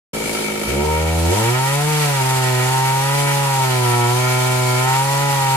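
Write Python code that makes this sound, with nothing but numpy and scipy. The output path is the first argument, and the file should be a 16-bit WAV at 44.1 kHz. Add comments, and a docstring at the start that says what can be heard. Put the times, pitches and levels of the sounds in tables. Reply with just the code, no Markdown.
"""Chainsaw cutting a fallen trunk

A two-stroke chainsaw works some metres away in thick greenery. It idles unevenly, revs up
and sinks into the wood, its speed sagging and recovering with the load. Each firing of the
engine sends out a pulse of exhaust that rings the muffler, outlet and casing. The loose clutch
jingles at idle, the chain whines, chips and cooling air hiss, and a faint rumble lies beneath."""
import sys
import numpy as np
from scipy import signal
from scipy.fft import rfft, irfft, next_fast_len
from scipy.io import wavfile
from scipy.ndimage import uniform_filter1d

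SR = 44100
rng = np.random.default_rng(int(sys.argv[2]) if len(sys.argv) > 2 else 0)


def generate_wav(sig):
    """Save sig (samples, or channels by samples) to the path in sys.argv[1] as 16-bit PCM at SR."""
    pcm = np.round(np.clip(np.atleast_2d(sig).T, -1, 1) * 32767).astype(np.int16)
    wavfile.write(sys.argv[1], SR, pcm)


N = 245195
TIME = np.arange(N) / SR
FFT_SIZE = next_fast_len(N + SR // 4)
FREQ = np.maximum(np.arange(FFT_SIZE // 2 + 1) * SR / FFT_SIZE, 1)
SIDES = np.array([[1], [-1]])   # left ear, right ear; "pan" is left level minus right level

# how fast the engine fires, once per turn: t/s, rate/Hz
ENGINE_SPEED = [(0.26, 54.5), (0.63, 51.8), (0.76, 70.8), (0.88, 77.1), (1.28, 83.7), (1.38, 107.2),
                (1.54, 126.3), (1.89, 152.7), (2.02, 149.2), (2.22, 130.2), (2.31, 131.6), (2.59, 125.5),
                (2.73, 131.2), (2.94, 133.4), (3.19, 141.9), (3.44, 139.1), (3.88, 121.3), (4.04, 119.4),
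                (4.21, 126.0), (4.46, 127.0), (4.75, 125.1), (5.05, 136.9), (5.25, 141.2), (5.49, 133.6)]
# how hard the saw works: t/s, throttle/0-1, bite into the wood/0-1
WORKLOAD = [(0.14, 0, 0.02), (0.64, 0.22, 0.65), (0.8, 0.22, 0.3), (1.22, 0.47, 0.26), (1.4, 0.6, 0.32),
            (1.65, 0.82, 0.17), (2.15, 0.73, 0.08), (2.62, 0.73, 0), (2.75, 0.87, 0), (3.55, 0.93, 0.1),
            (3.72, 0.78, 0.3), (4.2, 0.82, 0.62), (4.8, 0.8, 1), (4.88, 0.98, 0.12), (5.56, 1, 0.12)]
# moments when the chain snatches and rattles louder: t/s, half length/s, boost/dB
CHAIN_SNATCHES = [(0.35, 0.087, 4), (0.695, 0.035, 2.5), (1.382, 0.15, 2), (2.034, 0.12, 2.5),
                  (3.226, 0.048, 1.5)]
# tone colour of the rumbling air: f/Hz, level/dB
RUMBLE_COLOUR = [(20, -4), (45, -25), (90, 0.5), (200, -3.5), (600, -20), (2000, -90)]
# tone colour of the chain and chip hiss: f/Hz, level/dB
HISS_COLOUR = [(120, -5), (300, -5.5), (600, -2), (1000, 2), (1150, 1), (1650, 3), (2500, 4.5), (3600, 3),
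               (5300, 1), (7500, 0), (9800, -0.5), (11500, -1.5), (13300, -7), (15500, -10)]
# how alike the hiss is in both ears: f/Hz, likeness (1 or more: same, -1 or less: opposite)
HISS_LIKENESS = [(120, -1.9), (600, 1.4), (1200, -0.2), (2200, 0.1), (4000, -0.42), (8000, -0.14),
                 (14000, 0.1)]
# which side the hiss leans to: f/Hz, pan/dB
HISS_BALANCE = [(120, 8), (450, 3), (900, 17), (1450, -12), (2250, 8.5), (3300, -3), (4500, 3.5),
                (6000, -3.5), (9000, 4.5), (14000, -1.5)]
# ringing of the chain and its guide bar: f/Hz, width/Hz, level against the hiss/dB, pan/dB
BAR_RINGS = [(4430, 770, -2, -9), (6190, 87, -0.5, 12), (6810, 190, -1, -13), (7526, 51, 4, -20),
             (7950, 58, -1, -25), (9700, 340, -0.5, 16), (10400, 91, -6.5, 18)]
# tones of the driven chain: multiple of the firing rate, racing level/dB, cutting level/dB, pan/dB
WHINE_TONES = [(8, -34, -33, 0), (9, -38, -36, 3), (11, -42, -28, -5), (14, -30.5, -50, -5),
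               (18, -48, -25, 8)]
# ringing of the loose clutch and chain: f/Hz, width/Hz, level/dB, pan/dB
CLUTCH_RINGS = [(2195, 70, -14, 7), (2254, 45, 3, 29), (3100, 35, -15, -4)]
# ringing of the muffler (low), its outlet (middle) and the casing (high):
# f/Hz, width/Hz, idling level/dB, racing level/dB, cutting level/dB, pan/dB, left ear's lead/rad
MUFFLER_RINGS = [(140, 32, -7, -41, -32, 15, 0.76), (162, 23, -9.5, 1, -20, -13, 0.96),
                 (209.7, 7.9, 11.5, 4.5, -5, -3, 0.067), (256.4, 20, 3, -55, -24, -10, 0.13),
                 (359.8, 26.8, 0.5, 7, 8, -21, 0.7), (456.8, 40, 1.5, 5, 12, 14, -1.32),
                 (546, 28.5, -3, 3, 14.5, 0.5, -0.37), (624.7, 19.5, -29, 3, 2.5, 7, 0.45),
                 (723.6, 10.7, -10, 10.5, 11, 6, 0.57)]
OUTLET_RINGS = [(809, 23, 12, 9, 5, 1, 0.4), (843, 5.9, -8, 9, -5, -5, .5),
                (934.8, 14.2, 28.5, 19.5, 15, 1, 1.04), (987, 58, -12, 4, 5, 3, 0.86),
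                (1046, 11, -35, 1, -45, 5, 1.1)]
CASING_RINGS = [(1247, 66, -22, 2, -21, 12.5, 0), (1317, 42, 1.5, -2.5, 16.5, 2.5, -1),
                (1427, 41, -14, -31, 8.5, -14, 4.5), (1410, 460, -36, 1.5, -29, -1.5, 2.2),
                (1630, 40, -24, -32, -17, 9, 3), (1808, 58, -13, 0, 12.5, -2.5, 2.5),
                (1889, 61, -12, 4, 1, -10, 1.45), (2135, 47, -3, -16, 9, 2, -1),
                (2253, 40.5, 3, 0, 10, 15.5, 1.74), (2330, 10, 12, -11, -14, 0.5, 4),
                (2650, 43, -28, -19, -22, 0, 6), (2786, 150, -16, -8.5, -21, -9, 1.2),
                (3080, 40, -6, -21, 5, 17, 1)]
# firing hum, muffler drone and outlet bark swell where a multiple of the firing rate meets a ring:
# rate/Hz, level/dB
HUM_LEVELS = [(53, -49), (60, -29), (74, -26.5), (85, -17), (105, -23), (122, -19), (135, -23), (152, -21)]
DRONE_LEVELS = [(54, -26.5), (64, -25.5), (72, -20.5), (81, -25.5), (88, -21), (104, -23.3), (120, -24.5),
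                (127, -26), (134, -31.5), (141, -27), (152, -26.5)]
BARK_LEVELS = [(54, -40), (68, -39), (77.7, -22.5), (81, -32.5), (106, -19.5), (120, -22), (126.5, -26.5),
               (132, -21.5), (147, -30.5), (153, -26)]
# the hum's upper octave: rate/Hz, level against the lowest tone/dB
OCTAVE_LEVELS = [(54, -4), (66, -6), (82, -3.5), (100, -25), (120, -16.5), (130, -58), (155, -51)]


def from_db(db):
    """Turn decibels into a factor to multiply by."""
    return 10 ** (np.asarray(db) / 20)


def unit_power(x):
    """Scale a signal to an average power of 1."""
    return x / np.sqrt(np.mean(x ** 2) + 1e-20)


def over_time(table):
    """Read each column of a time table at every sample."""
    times, *columns = np.transpose(table)
    return [np.interp(TIME, times, column) for column in columns]


def over_hz(table):
    """Read a frequency table at every frequency."""
    hz, value = np.transpose(table)
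    return np.interp(np.log(FREQ), np.log(hz), value)


def at_speed(table, speed):
    """Read a firing-rate table at the engine's speed."""
    return np.interp(speed, *np.transpose(table))


def filtered(x, response):
    """Strengthen or weaken each frequency of a signal."""
    return irfft(rfft(x, FFT_SIZE) * response, FFT_SIZE)[..., :N]


def resonance(hz, width):
    """The response of something that rings at one pitch, 1 at its peak."""
    return 1 / (1 + 1j * hz / width * (FREQ / hz - hz / FREQ))


def drift(rate_hz):
    """A slow random wobble, about 1 in size."""
    return unit_power(filtered(rng.standard_normal(FFT_SIZE), 1 / (1 + 1j * FREQ / rate_hz) ** 2))


def evened(x):
    """Hold the level of a stereo sound near 1 from moment to moment."""
    power = np.mean(x, axis=0) ** 2
    for _ in range(2):
        power = uniform_filter1d(power, size=2400)
    return x / np.sqrt(np.abs(power) + 1e-12)


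def roughness(speed, idle_hz=52.5, hard_rev_hz_per_s=220):
    """How unevenly the fuel burns, 0-1: worst at idle and while revving up, steadiest under load."""
    _, bite = over_time(WORKLOAD)
    idling = np.exp(-np.maximum(speed - idle_hz, 0) / 7.3)
    speed_gain = uniform_filter1d(np.gradient(speed) * SR, size=3000)
    revving = np.clip(speed_gain / hard_rev_hz_per_s, 0, 1)
    return np.clip(0.21 * (1 - 0.58 * bite) + 0.73 * idling + 0.17 * revving ** 2, 0, 1)


def puff(turns, decay_turns):
    """Gas flow in each turn: the exhaust port opens at once and the pressure dies away."""
    return unit_power(np.exp(-(turns % 1) / decay_turns))


def firings(turns, spread_db):
    """One blow per engine turn, each with its own random strength."""
    at = np.flatnonzero(np.diff(np.floor(turns)) > 0)
    late = (np.ceil(turns[at]) - turns[at]) / (turns[at + 1] - turns[at])   # part of a sample
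    chance = np.clip(rng.standard_normal(N)[:len(at)], -2, 1.5)
    strength = from_db(np.broadcast_to(spread_db, N)[at] * chance)
    pulses = np.zeros(N)
    pulses[at], pulses[at + 1] = strength * (1 - late), strength * late
    return unit_power(pulses)


def chain_running(speed, grip_hz=91, spread_hz=11):
    """How firmly the clutch drives the chain, 0-1: it grips as the engine speeds up."""
    return 0.5 + 0.5 * np.tanh((speed - grip_hz) / spread_hz)


def snatches_db():
    """Each snatch of the chain is a short, smooth swell in level."""
    return sum(db * np.exp(-((TIME - t) / length) ** 2) for t, length, db in CHAIN_SNATCHES)


def air_rumble(level_db=-44):
    """Moving air makes a faint low rumble, nearly the same in both ears."""
    noise = rng.standard_normal(N) + 0.14 * rng.standard_normal((2, N))
    return from_db(level_db) * unit_power(filtered(noise, from_db(over_hz(RUMBLE_COLOUR))))


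def foliage_echoes(x, echo_db=-19, count=12):
    """Leaves, trunk and ground send back faint, quick echoes, different ones to each ear."""
    out = x.copy()
    for ear in range(2):
        for lag in (rng.uniform(0.002, 0.028, count) * SR).astype(int):
            out[ear, lag:] += rng.choice([-1, 1]) * from_db(echo_db) * x[ear, :-lag]
    return out / np.sqrt(1 + count * from_db(echo_db) ** 2)


def trunk_echo(x, delay_s=0.0029, share=0.46):
    """Bounces between saw and trunk smear each pulse in time without changing its tone colour."""
    delay = np.exp(-2j * np.pi * FREQ * delay_s)
    return filtered(x, (share + delay) / (1 + share * delay))


def clutch_jingle(turns):
    """Every turn knocks the loose clutch, now hard, now barely; the throttle draws it tight."""
    throttle, _ = over_time(WORKLOAD)
    knocks = firings(turns, spread_db=6)
    metal = sum(from_db(db + SIDES * pan / 2) * resonance(hz, width)
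                for hz, width, db, pan in CLUTCH_RINGS)
    return from_db(-31) * (1 - throttle) ** 2 * unit_power(filtered(knocks, metal))


def chain_whine(turns, speed, flutter_depth=0.4, flutter_hz=9, throttle_rise_db=22):
    """The chain runs in step with the engine; its tones flutter, and their mix shifts as it bites."""
    throttle, bite = over_time(WORKLOAD)
    whine = 0
    for multiple, race_db, cut_db, pan in WHINE_TONES:
        flutter = 1 + flutter_depth * (drift(flutter_hz) + 1j * drift(flutter_hz))
        tone = np.real(flutter * np.exp(2j * np.pi * multiple * turns))
        strength = from_db(race_db) * (1 - bite) + from_db(cut_db) * bite
        whine = whine + tone * strength * from_db(SIDES * pan / 2)
    return whine * chain_running(speed) * from_db(throttle_rise_db * (throttle - 1.5))


def chain_hiss(turns, speed, rough, throb=0.32, flicker_db=0.95, wander_db=2.0):
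    """Countless tiny hits of teeth and chips hiss, ring the bar and surge with each firing."""
    shared, opposed = rng.standard_normal((2, N))
    alike = np.clip(over_hz(HISS_LIKENESS), -1, 1)
    colour = from_db(over_hz(HISS_COLOUR) + SIDES * over_hz(HISS_BALANCE) / 2)
    hiss = filtered(shared, colour * np.sqrt(1 + alike))
    hiss += SIDES * filtered(opposed, colour * np.sqrt(1 - alike))
    for hz, width, db, pan in BAR_RINGS:
        # the rings come and go as the chain shifts
        taps = rng.standard_normal(N) * from_db(wander_db * drift(2.6))
        hiss += from_db(db + SIDES * pan / 2) * filtered(taps, resonance(hz, width))
    treble = filtered(hiss.mean(axis=0), (FREQ > 3000) & (FREQ < 12000))
    treble_db = -34 + 4.5 * chain_running(speed) + snatches_db() + flicker_db * drift(24)
    surge = 1 + throb * rough * (puff(turns, decay_turns=0.48) - 1)
    return hiss / np.std(treble) * surge * from_db(treble_db)


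def ringing_part(drive, rings, band_hz):
    """Pulses ring one part of the saw; the load changes its mix of pitches, at a steady level."""
    throttle, bite = over_time(WORKLOAD)
    shares = np.array([1 - throttle, throttle * (1 - bite), throttle * bite])   # idle, race, cut
    drives = rfft(drive * shares, FFT_SIZE)
    spectrum = 0
    for hz, width, idle_db, race_db, cut_db, pan, lead in rings:
        ears = from_db(SIDES * pan / 2) * np.exp(0.5j * SIDES * lead)
        mixed_drive = from_db([idle_db, race_db, cut_db]) @ drives
        spectrum = spectrum + ears * mixed_drive * resonance(hz, width)
    band = signal.butter(4, band_hz, "band", fs=SR, output="sos")
    return evened(signal.sosfilt(band, irfft(spectrum, FFT_SIZE)[:, :N]))


def firing_hum(turns, speed):
    """The smooth part of the pulsing gas flow hums at the firing rate and an octave above."""
    lowest = np.cos(2 * np.pi * (turns + 0.28) + 0.059 * SIDES)
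    octave = from_db(at_speed(OCTAVE_LEVELS, speed)) * np.cos(2 * np.pi * (2 * turns + 0.35))
    return np.sqrt(2) * (lowest + octave) * from_db(at_speed(HUM_LEVELS, speed) - 0.5 * SIDES)


def exhaust(turns, speed, rough, usual_throttle=0.85, flicker_db=1.77):
    """Over the hum, pulses and swirling gas make the muffler drone, outlet bark and casing rasp."""
    throttle, bite = over_time(WORKLOAD)
    running = chain_running(speed)
    pulses = trunk_echo(firings(turns, spread_db=2.2 * rough))
    gas = puff(turns, decay_turns=0.41) * rng.standard_normal(N)
    drone = ringing_part(pulses + 0.48 * rough * gas, MUFFLER_RINGS, band_hz=(126, 729))
    bark = ringing_part(pulses + 1.15 * rough * gas, OUTLET_RINGS, band_hz=(694, 1059))
    rasp = ringing_part(pulses + (0.15 + 1.9 * rough) * gas, CASING_RINGS, band_hz=(1130, 3350))
    lows = firing_hum(turns, speed) + drone * from_db(at_speed(DRONE_LEVELS, speed))
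    # with the chain running, more throttle shifts power from the lows to the bark
    push = running * (throttle - usual_throttle)
    bark_db = at_speed(BARK_LEVELS, speed) + 19 * push
    rasp_db = -34.5 + 4 * running + 2 * bite + 0.17 * snatches_db() + flicker_db * drift(8.3)
    return lows * from_db(-3 * push) + bark * from_db(bark_db) + rasp * from_db(rasp_db)


def scene():
    """The engine's turning drives every part of the saw; it wavers when the fuel burns unevenly."""
    speed, = over_time(ENGINE_SPEED)
    rough = roughness(speed)
    turns = np.cumsum(speed) / SR + 0.018 * rough * drift(30.3)
    engine = exhaust(turns, speed, rough) + clutch_jingle(turns)
    hiss = foliage_echoes(chain_hiss(turns, speed, rough))
    return air_rumble() + chain_whine(turns, speed) + hiss + engine


def record(dry, start_s=0.1315, fade_s=0.006, cutoff_hz=15500):
    """The sound starts suddenly, and its highest treble is cut off."""
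    fade_in = np.clip((TIME - start_s) / fade_s, 0, 1)
    return filtered(dry * fade_in, 1 / np.sqrt(1 + (FREQ / cutoff_hz) ** 300))


dry = scene()
out = record(dry)
generate_wav(out)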